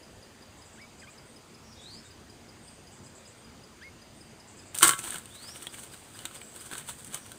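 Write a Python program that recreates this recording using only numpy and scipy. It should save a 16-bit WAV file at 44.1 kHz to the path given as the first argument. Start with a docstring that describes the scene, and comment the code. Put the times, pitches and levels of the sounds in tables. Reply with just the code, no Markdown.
"""A wire cage trap in a tree slams its sprung net shut on a wild bird: decaying modes ring the frame.
The bird flutters in bursts: noisy strokes and short knocks rattle the wires, netting and rods.
Around it, birds whistle and chip as gliding tones, and far calls are swells of band noise.
Behind lies the forest edge: patchy air noise, a low drone and thin insect bands."""
import sys
import numpy as np
from scipy import signal
from scipy.fft import rfft, irfft
from scipy.io import wavfile
from scipy.ndimage import uniform_filter1d

SR = 44100
rng = np.random.default_rng(int(sys.argv[2]) if len(sys.argv) > 2 else 0)


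def to_wav(s):
    """Save 16-bit WAV."""
    ch = np.atleast_2d(s).T  # columns
    pcm = np.round(np.clip(ch, -1, 1) * 32767)  # PCM
    wavfile.write(sys.argv[1], SR, pcm.astype(np.int16))


N = 325457
TIME = np.arange(N) / SR

# Blows of the sprung hoop on the cage frame, and its bounces; they also jolt the net.
# Each row: start in seconds, frame ring level in dB, jolt of the net in dB before the cage's own mix.
HOOP_BLOWS = [(4.8287, -18, -14), (4.8502, -27.5, -24.5), (4.873, -42, -20), (4.8912, -28.5, -30),
              (4.919, -40, -32)]


def trap():
    """The hoop slams onto the frame and bounces, each blow setting the frame's modes ringing."""
    out = np.zeros(N)
    for start, ring_db, _ in HOOP_BLOWS:
        add(out, start, amp(ring_db) * frame_ring())
    return out


# Modes the metal frame rings with.
# Each row: frequency in Hz, relative level in dB, time to fall by 60 dB in seconds.
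FRAME_MODES = [(345.5, -9.5, 0.13), (1030, -0.5, 0.21), (1117, 2.5, 0.21), (1135, -5, 0.18),
               (1293, -4, 0.24), (1330, -3, 0.33), (1380, 0, 0.21), (1422, -3, 0.24), (1536, 2, 0.19),
               (1630, 0, 0.17), (1806, -11, 0.18), (2090, -6, 0.3), (3180, -13, 0.071), (3053, 0.5, 0.15),
               (3660, -8, 0.25), (7700, -6, .22), (7960, -4.5, 0.31), (8540, -13, 0.19), (8500, -10, 0.25)]


def frame_ring(size=22050):
    """Decaying sine modes of the frame, with new random phases for every ring."""
    t = np.arange(size) / SR
    modes = np.zeros(size)
    for hz, db, t60 in FRAME_MODES:
        decay = np.exp(-np.log(1000) * t / t60)
        modes += amp(db) * decay * np.sin(2 * np.pi * (hz * t + rng.random()))
    return modes / np.sqrt(sum(amp(db) ** 2 for _, db, _ in FRAME_MODES) / 2)


# Colour of the thin wires. Each row: frequency in Hz, relative spectrum level in dB per Hz.
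WIRE_COLOUR = [(1000, -39.5), (4000, -15.5), (5200, -19), (6000, -13), (7200, -9.5), (7900, -4),
               (8400, 0.5), (8900, -2), (9600, -8.5), (11000, -14.5), (13000, -20), (15400, -14)]
# Colour of the cage body with its netting. Each row: frequency in Hz, relative spectrum level in dB per Hz.
BODY_COLOUR = [(40, -27), (130, 5), (260, -4.5), (345, 5), (450, -5.5), (780, 1.5), (980, -1.5), (1400, -1),
               (2000, -0.5), (2500, -1.5), (3400, 2), (4200, -4.5), (5200, -20), (9000, -15.5)]


def cage(wire_ring_db=-10, body_ring_db=-9, frame_db=-20.5, rods_db=-7):
    """Strokes and knocks drive the wires and the body, which ring on and stir the frame."""
    wire_force, body_force = stroke_force()
    wires, body = ticks()
    wire_rub = wire_force * contacts(per_s=600, spread_db=3.5, smooth=1.0)
    body_rub = body_force * contacts(per_s=700, spread_db=4.5, smooth=0.55)
    wires = wires + convolve(wire_rub, colour(WIRE_COLOUR))
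    body = body + 0.77 * convolve(body_rub, colour(BODY_COLOUR))
    wire_ringing = amp(wire_ring_db) * convolve(wires, tail(t60=0.19))
    body_ringing = amp(body_ring_db) * convolve(body, tail(t60=0.081))
    frame = amp(frame_db) * convolve(body + wires, unit(frame_ring()))
    return wires + body + amp(rods_db) * rods(body_force) + wire_ringing + body_ringing + frame


# Bursts of wingbeats, before the cage's own mix; length 0 is a single flap.
# Each row: first beat in seconds, length in seconds, wire rattle in dB, body rustle in dB.
WING_FLURRIES = [(4.994, 0, -38.5, -44.5), (5.046, .03, -37, -39), (5.124, .035, -39, -39),
                 (5.355, 0, -48, -50.5), (5.432, .055, -47, -47.5), (5.56, .068, -44, -46),
                 (5.741, .095, -43.5, -49), (5.937, 0, -47.5, -48), (6.159, .1, -49, -48.5),
                 (6.352, 0, -43.5, -45), (6.563, .1, -45, -50), (6.731, .053, -39.5, -41),
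                 (6.894, 0, -37.5, -42), (6.993, 0.076, -47, -53), (7.146, 0, -37.5, -39),
                 (7.267, 0, -54, -51)]


def stroke_force():
    """How hard wires and body are rubbed: by the swinging net, its jolts, the wingbeats and the feet."""
    # once caught, the bird keeps scrabbling on wires and body
    caught_s, scrabble_db = 4.85, [[-57], [-61.5]]
    power = amp(scrabble_db) ** 2 * (TIME > caught_s)
    # the net swishes as the hoop swings over
    power += amp(-40.5) ** 2 * swell(4.762, rise_s=0.01, fall_s=0.03)

    # jolts die away faster in the wires than in the body
    lag_s, rise_s, wire_fall_s, body_fall_s, body_db = 0.0026, 0.0058, 0.017, 0.021, -6
    for start, _, jolt_db in HOOP_BLOWS:
        power[0] += amp(jolt_db) ** 2 * swell(start + lag_s, rise_s, wire_fall_s)
        power[1] += amp(jolt_db + body_db) ** 2 * swell(start + lag_s, rise_s, body_fall_s)

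    beat_s = 0.052  # approximate wingbeat spacing
    for first, length, wire_db, body_db in WING_FLURRIES:
        for beat in np.linspace(first, first + length, 1 + round(length / beat_s)):
            power += amp([[wire_db], [body_db]]) ** 2 * swell(beat, rise_s=0.015, fall_s=0.022)
    return np.sqrt(power)


def swell(peak_s, rise_s, fall_s):
    """Power of a push that grows to its peak and dies away; the times are for its amplitude."""
    return np.exp(-2 * abs(TIME - peak_s) / np.where(TIME < peak_s, rise_s, fall_s))


def contacts(per_s, spread_db, smooth):
    """Feathers and mesh catching on wires: many tiny random slips over a soft hiss."""
    size = amp(spread_db * np.minimum(rng.exponential(1, N), 3)) * rng.choice([-1, 1], N)
    slips = evened(size * (rng.random(N) < per_s / SR))
    return evened(slips + smooth * rng.standard_normal(N))


# The sharpest knocks on the cage, before the lift they all share.
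# Each row: start in seconds, bright wire ping in dB, dull knock in dB, knock centre in Hz.
CAGE_KNOCKS = [(4.746, -34, -36, 3050), (4.751, -27.5, -48, 2500), (4.777, -28, -50, 2500),
               (4.7865, -20.5, -47, 2500), (4.7965, -30, -54, 2500), (4.802, -29, -58, 2500),
               (4.809, -29, -28, 1380), (4.822, -28, -21.5, 1500), (4.829, -5.5, -16, 2970),
               (4.8323, -12.5, -20, 1480), (4.8417, -13, -20.5, 1300), (4.85, -19, -19.5, 1300),
               (4.8798, -12.5, -35, 1400), (4.8923, -13, -17.5, 1380), (4.909, -22, -25, 1400),
               (4.9346, -38, -26, 1400), (4.991, -28, -37.5, 2500), (5.106, -26, -42, 3300),
               (5.1437, -33, -35, 1500), (5.1832, -33.5, -44, 1380), (5.257, -39.5, -44, 3020),
               (5.669, -35, -29.5, 3440), (5.743, -47, -40, 2480), (6.1902, -39, -40.5, 3230),
               (6.2539, -27, -30, 3570), (6.311, -56, -43.5, 1350), (6.415, -58, -39.5, 2100),
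               (6.714, -40, -36, 1370), (6.753, -39, -36, 1390), (6.78, -34, -43, 2670),
               (6.888, -43, -35.5, 900), (7.046, -36.5, -50, 2500), (7.1448, -25.5, -43, 2900),
               (7.263, -42, -49, 3500), (7.318, -37, -42, 1410)]


def ticks(ping_s=0.002, knock_s=0.0023, lift_db=19, focus=0.56, size=1024):
    """Each knock is a few milliseconds of chatter in the wires and in the struck rod of the body."""
    wires, body = np.zeros((2, N))
    t = np.arange(size) / SR
    wire_click, body_click = colour(WIRE_COLOUR), colour(BODY_COLOUR)
    for start, ping_db, knock_db, hz in CAGE_KNOCKS:
        ping = signal.fftconvolve(rng.standard_normal(size) * np.exp(-t / ping_s), wire_click)
        knock = signal.fftconvolve(rng.standard_normal(size) * np.exp(-t / knock_s), body_click)[:size]
        rod = band(hz, 0.28 * hz, size=size) * (t / knock_s) ** .5 * np.exp(-t / knock_s)
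        add(wires, start, amp(ping_db + lift_db) * unit(ping))
        dull = unit(0.52 * unit(knock) + focus * unit(rod))
        add(body, start, amp(knock_db + lift_db) * dull)
    return wires, body


def rods(force, per_s=45, count=5):
    """Loose rods clack at random, each as a short decaying sine, as hard as the body is pushed."""
    t, out = np.arange(1024) / SR, np.zeros(N)
    for hz in np.geomspace(1250, 1680, count):
        clacks = rng.uniform(0.39, 1, N) * (rng.random(N) < per_s / SR)
        rod_ring = unit(np.sin(2 * np.pi * hz * t) * np.exp(-t / 0.0015))
        out += convolve(force * evened(clacks), rod_ring)
    return out / np.sqrt(count)


# Near whistles that glide to a pitch and hold it.
# Each row: start in seconds, length in seconds, from Hz, to Hz, level in dB.
NEAR_WHISTLES = [(0.766, 0.1, 1350, 2275, -54), (1.016, 0.011, 1600, 2480, -55),
                 (1.019, 0.0347, 2260, 1556, -52.5), (1.067, 0.0354, 1010, 1217, -52),
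                 (3.803, 0.097, 1465, 2170, -50)]
# How the near whistler's throat and open beak favour its harmonics. Each row: frequency in Hz, gain in dB.
WHISTLER_THROAT = [(1050, -7), (1600, 0), (2200, 2), (3300, -4), (4300, -22)]
# Slurred calls from deeper in the trees, before the mix sets them back.
# Each row: start in seconds, length in seconds, from Hz, to Hz, level in dB, loudest point from 0 to 1.
FAR_SLURS = [(1.756, 0.045, 3600, 3830, -53, .6), (1.785, .225, 3320, 5460, -45.5, 0.51),
             (2.043, 0.036, 3670, 3710, -55, .4), (5.3, .235, 3360, 5850, -45.5, 0.97),
             (6.403, .05, 8350, 7330, -44, .55)]
# A small bird's runs of evenly spaced chips.
# Each row: first chip in seconds, last chip in seconds, number of chips.
CHIP_RUNS = [(.027, .812, 5), (.994, 1.906, 6), (2.103, 4.588, 14), (5.69, 6.59, 5)]


def birds(chip_db=-55.5, slur_ends_db=-9.5):
    """Gliding tones: near whistles arrive almost dry, farther calls trail off among the trees."""
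    near, far, chips = np.zeros((3, N))
    for start, length, from_hz, to_hz, db in NEAR_WHISTLES:
        pitch = glide(length, from_hz, to_hz)
        whistle = note(pitch, slope_db=-3, waver=.004, throat=WHISTLER_THROAT, taper=0.44)
        add(near, start, amp(db) * whistle)

    for start, length, from_hz, to_hz, db, loudest in FAR_SLURS:
        u = np.linspace(0, 1, round(length * SR))
        level = amp(db + np.interp(u, [0, loudest, 1], [slur_ends_db, 0, slur_ends_db]))
        pitch = from_hz * (to_hz / from_hz) ** u
        add(far, start, level * note(pitch, slope_db=-16, waver=.016, taper=0.081))

    for first, last, count in CHIP_RUNS:
        for start in np.linspace(first, last, count):
            # each chip drops quickly onto its pitch
            pitch = glide(.018, from_hz=5200, to_hz=4885)
            chip = note(pitch, slope_db=-12, waver=0.019, taper=0.62)
            add(chips, start, chip * amp(chip_db + 0.66 * rng.standard_normal()))

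    sent_to_trees = amp(-21) * near + amp(-6.5) * far + amp(-4) * chips
    return near + amp(-5) * far + chips + convolve(sent_to_trees, tail(t60=0.43))


def glide(length, from_hz, to_hz, glide_share=.55):
    """A pitch that slides smoothly to its goal for a share of the note, then stays there."""
    u = np.minimum(np.linspace(0, 1, round(length * SR)) / glide_share, 1)
    return from_hz + (to_hz - from_hz) * np.sin(np.pi / 2 * u) ** 2


def note(hz, slope_db, waver, throat=None, taper=.3, count=3):
    """A wavering whistle; its harmonics fall off evenly, shaped by the throat if one is given."""
    pitch = hz * (1 + waver * band(0, 284, size=len(hz)))
    k = np.arange(1, count + 1)[:, None]
    gains = amp(slope_db * (k - 1) + (read(throat, k * pitch) if throat else 0))
    harmonics = gains * np.sin(2 * np.pi * k * np.cumsum(pitch) / SR)
    tone = harmonics.sum(0) / np.sqrt((gains ** 2).sum(0) / 2)
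    return tone * signal.windows.tukey(len(hz), taper)


# Thin far calls smeared by the trees; each fades out over twice its length.
# Each row: start in seconds, length in seconds, centre in Hz, level in dB.
FAR_LISPS = [(1.252, 0.25, 8560, -61), (1.618, 0.51, 5600, -61.5), (2.621, 0.34, 8470, -56.5),
             (3.37, 0.15, 8500, -61), (4.142, 0.29, 8550, -61), (6.446, 0.33, 7900, -55.5),
             (7.188, 0.33, 5870, -62)]
# Runs of far-off twittering.
# Each row: first note in seconds, last note in seconds, number of notes, level in dB.
FAR_TWITTER = [(0.568, .72, 3, -59.5), (0.973, 1.091, 2, -58), (1.806, 2.035, 3, -58),
               (2.912, 3.26, 4, -56.5), (4.469, 4.65, 3, -56.5)]


def lisps():
    """Single thin calls and runs of twittering from the far trees, as swells of band noise."""
    out = np.zeros(N)
    for start, length, hz, db in FAR_LISPS:
        add(out, start, amp(db) * smear(length, hz, width_hz=690))
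    for first, last, count, db in FAR_TWITTER:
        for start in np.linspace(first, last, count):
            add(out, start, amp(db) * smear(0.14, 7720, width_hz=1600, rise_share=.17))
    return out


def smear(length, hz, width_hz, rise_share=0.16):
    """A high call so far off that only a quick swell and a blurred tail are left."""
    u = np.arange(round(2 * length * SR)) / (rise_share * length * SR)
    return u * np.exp(1 - u) * band(hz, width_hz, size=len(u))


# Colour of the air at the forest edge. Each row: frequency in Hz, relative spectrum level in dB per Hz.
AIR_COLOUR = [(20, -20), (35, -12), (90, 1.5), (170, -3), (360, -5), (600, -8.5), (1300, -13.5),
              (3000, -17), (4700, -21), (5500, -24), (8500, -19.5), (10200, -29.5), (12500, -34),
              (15400, -33)]
# A low far-off drone and thin insect bands. Each row: centre in Hz, half-width in Hz, level in dB.
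STEADY_DRONES = [(225.5, 22, -65), (4760, 500, -70), (6080, 130, -73.5), (6650, 93, -74), (7100, 330, -75)]


def forest(air_db=-53, patchy_db=1.55):
    """Soft air noise in drifting patches of time and pitch, with steady noise bands over it."""
    hz, _, z = signal.stft(rng.standard_normal(N), SR, nperseg=2048, noverlap=1536)
    patches = uniform_filter1d(rng.standard_normal(z.shape), size=14, axis=0)
    patches = evened(uniform_filter1d(patches, size=9, axis=1))
    z = z * amp(read(AIR_COLOUR, hz)[:, None] + patchy_db * patches)
    air = evened(signal.istft(z, nperseg=2048, noverlap=1536)[1][:N])
    drones = sum(amp(db) * band(centre, width) for centre, width, db in STEADY_DRONES)
    return amp(air_db) * air + drones


def amp(db):
    """Decibels to amplitude."""
    return 10 ** (np.asarray(db) / 20)


def evened(x):
    """Scale to an RMS of one."""
    return x / np.sqrt(np.mean(x ** 2) + 1e-20)


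def unit(x):
    """Scale to a total energy of one."""
    return x / np.sqrt(np.sum(x ** 2) + 1e-20)


def read(points, hz):
    """Read a curve between its points along a log frequency axis."""
    f, value = np.transpose(points)
    return np.interp(np.log(hz + 1), np.log(f + 1), value)


def add(mix, start_s, sound):
    """Lay a sound into the mix, cut off at the end."""
    part = mix[round(start_s * SR):][:len(sound)]
    part += sound[:len(part)]


def convolve(x, response):
    """Let x excite a response, cut to the scene's length."""
    return signal.oaconvolve(x, response)[:N]


def band(hz, width, size=N):
    """Noise in one bell-shaped band."""
    f = np.fft.rfftfreq(size, 1 / SR)
    bell = np.exp(-((f - hz) / width) ** 2 * 2)
    return evened(irfft(rfft(rng.standard_normal(size)) * bell, size))


def colour(points, size=2048):
    """The causal, minimum-phase click that has a given spectrum."""
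    log_gain = np.log(amp(read(points, abs(np.fft.fftfreq(size, 1 / SR)))))
    spectrum = np.exp(np.conj(signal.hilbert(log_gain)))
    return unit(np.fft.ifft(spectrum).real[:size // 2])


def tail(t60, size=22050):
    """Dense random ringing that falls by 60 dB in t60 seconds."""
    t = np.arange(size) / SR
    return unit(rng.standard_normal(size) * np.exp(-np.log(1000) * t / t60))


def scene():
    """The trap and its caught bird, the other birds and the forest edge, in mono."""
    return (trap() + cage() + birds() + lisps() + forest())[None]


def record(dry):
    """The loudest peaks are rounded off below a ceiling, then the top of the treble is cut."""
    ceiling, edge_hz = .85, 15600
    rounded = dry / (1 + (dry / ceiling) ** 4) ** .25
    lowpass = signal.firwin(511, edge_hz, window=("kaiser", 9), fs=SR)
    return signal.oaconvolve(rounded, lowpass[None], "same")


dry = scene()
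out = record(dry)
to_wav(out)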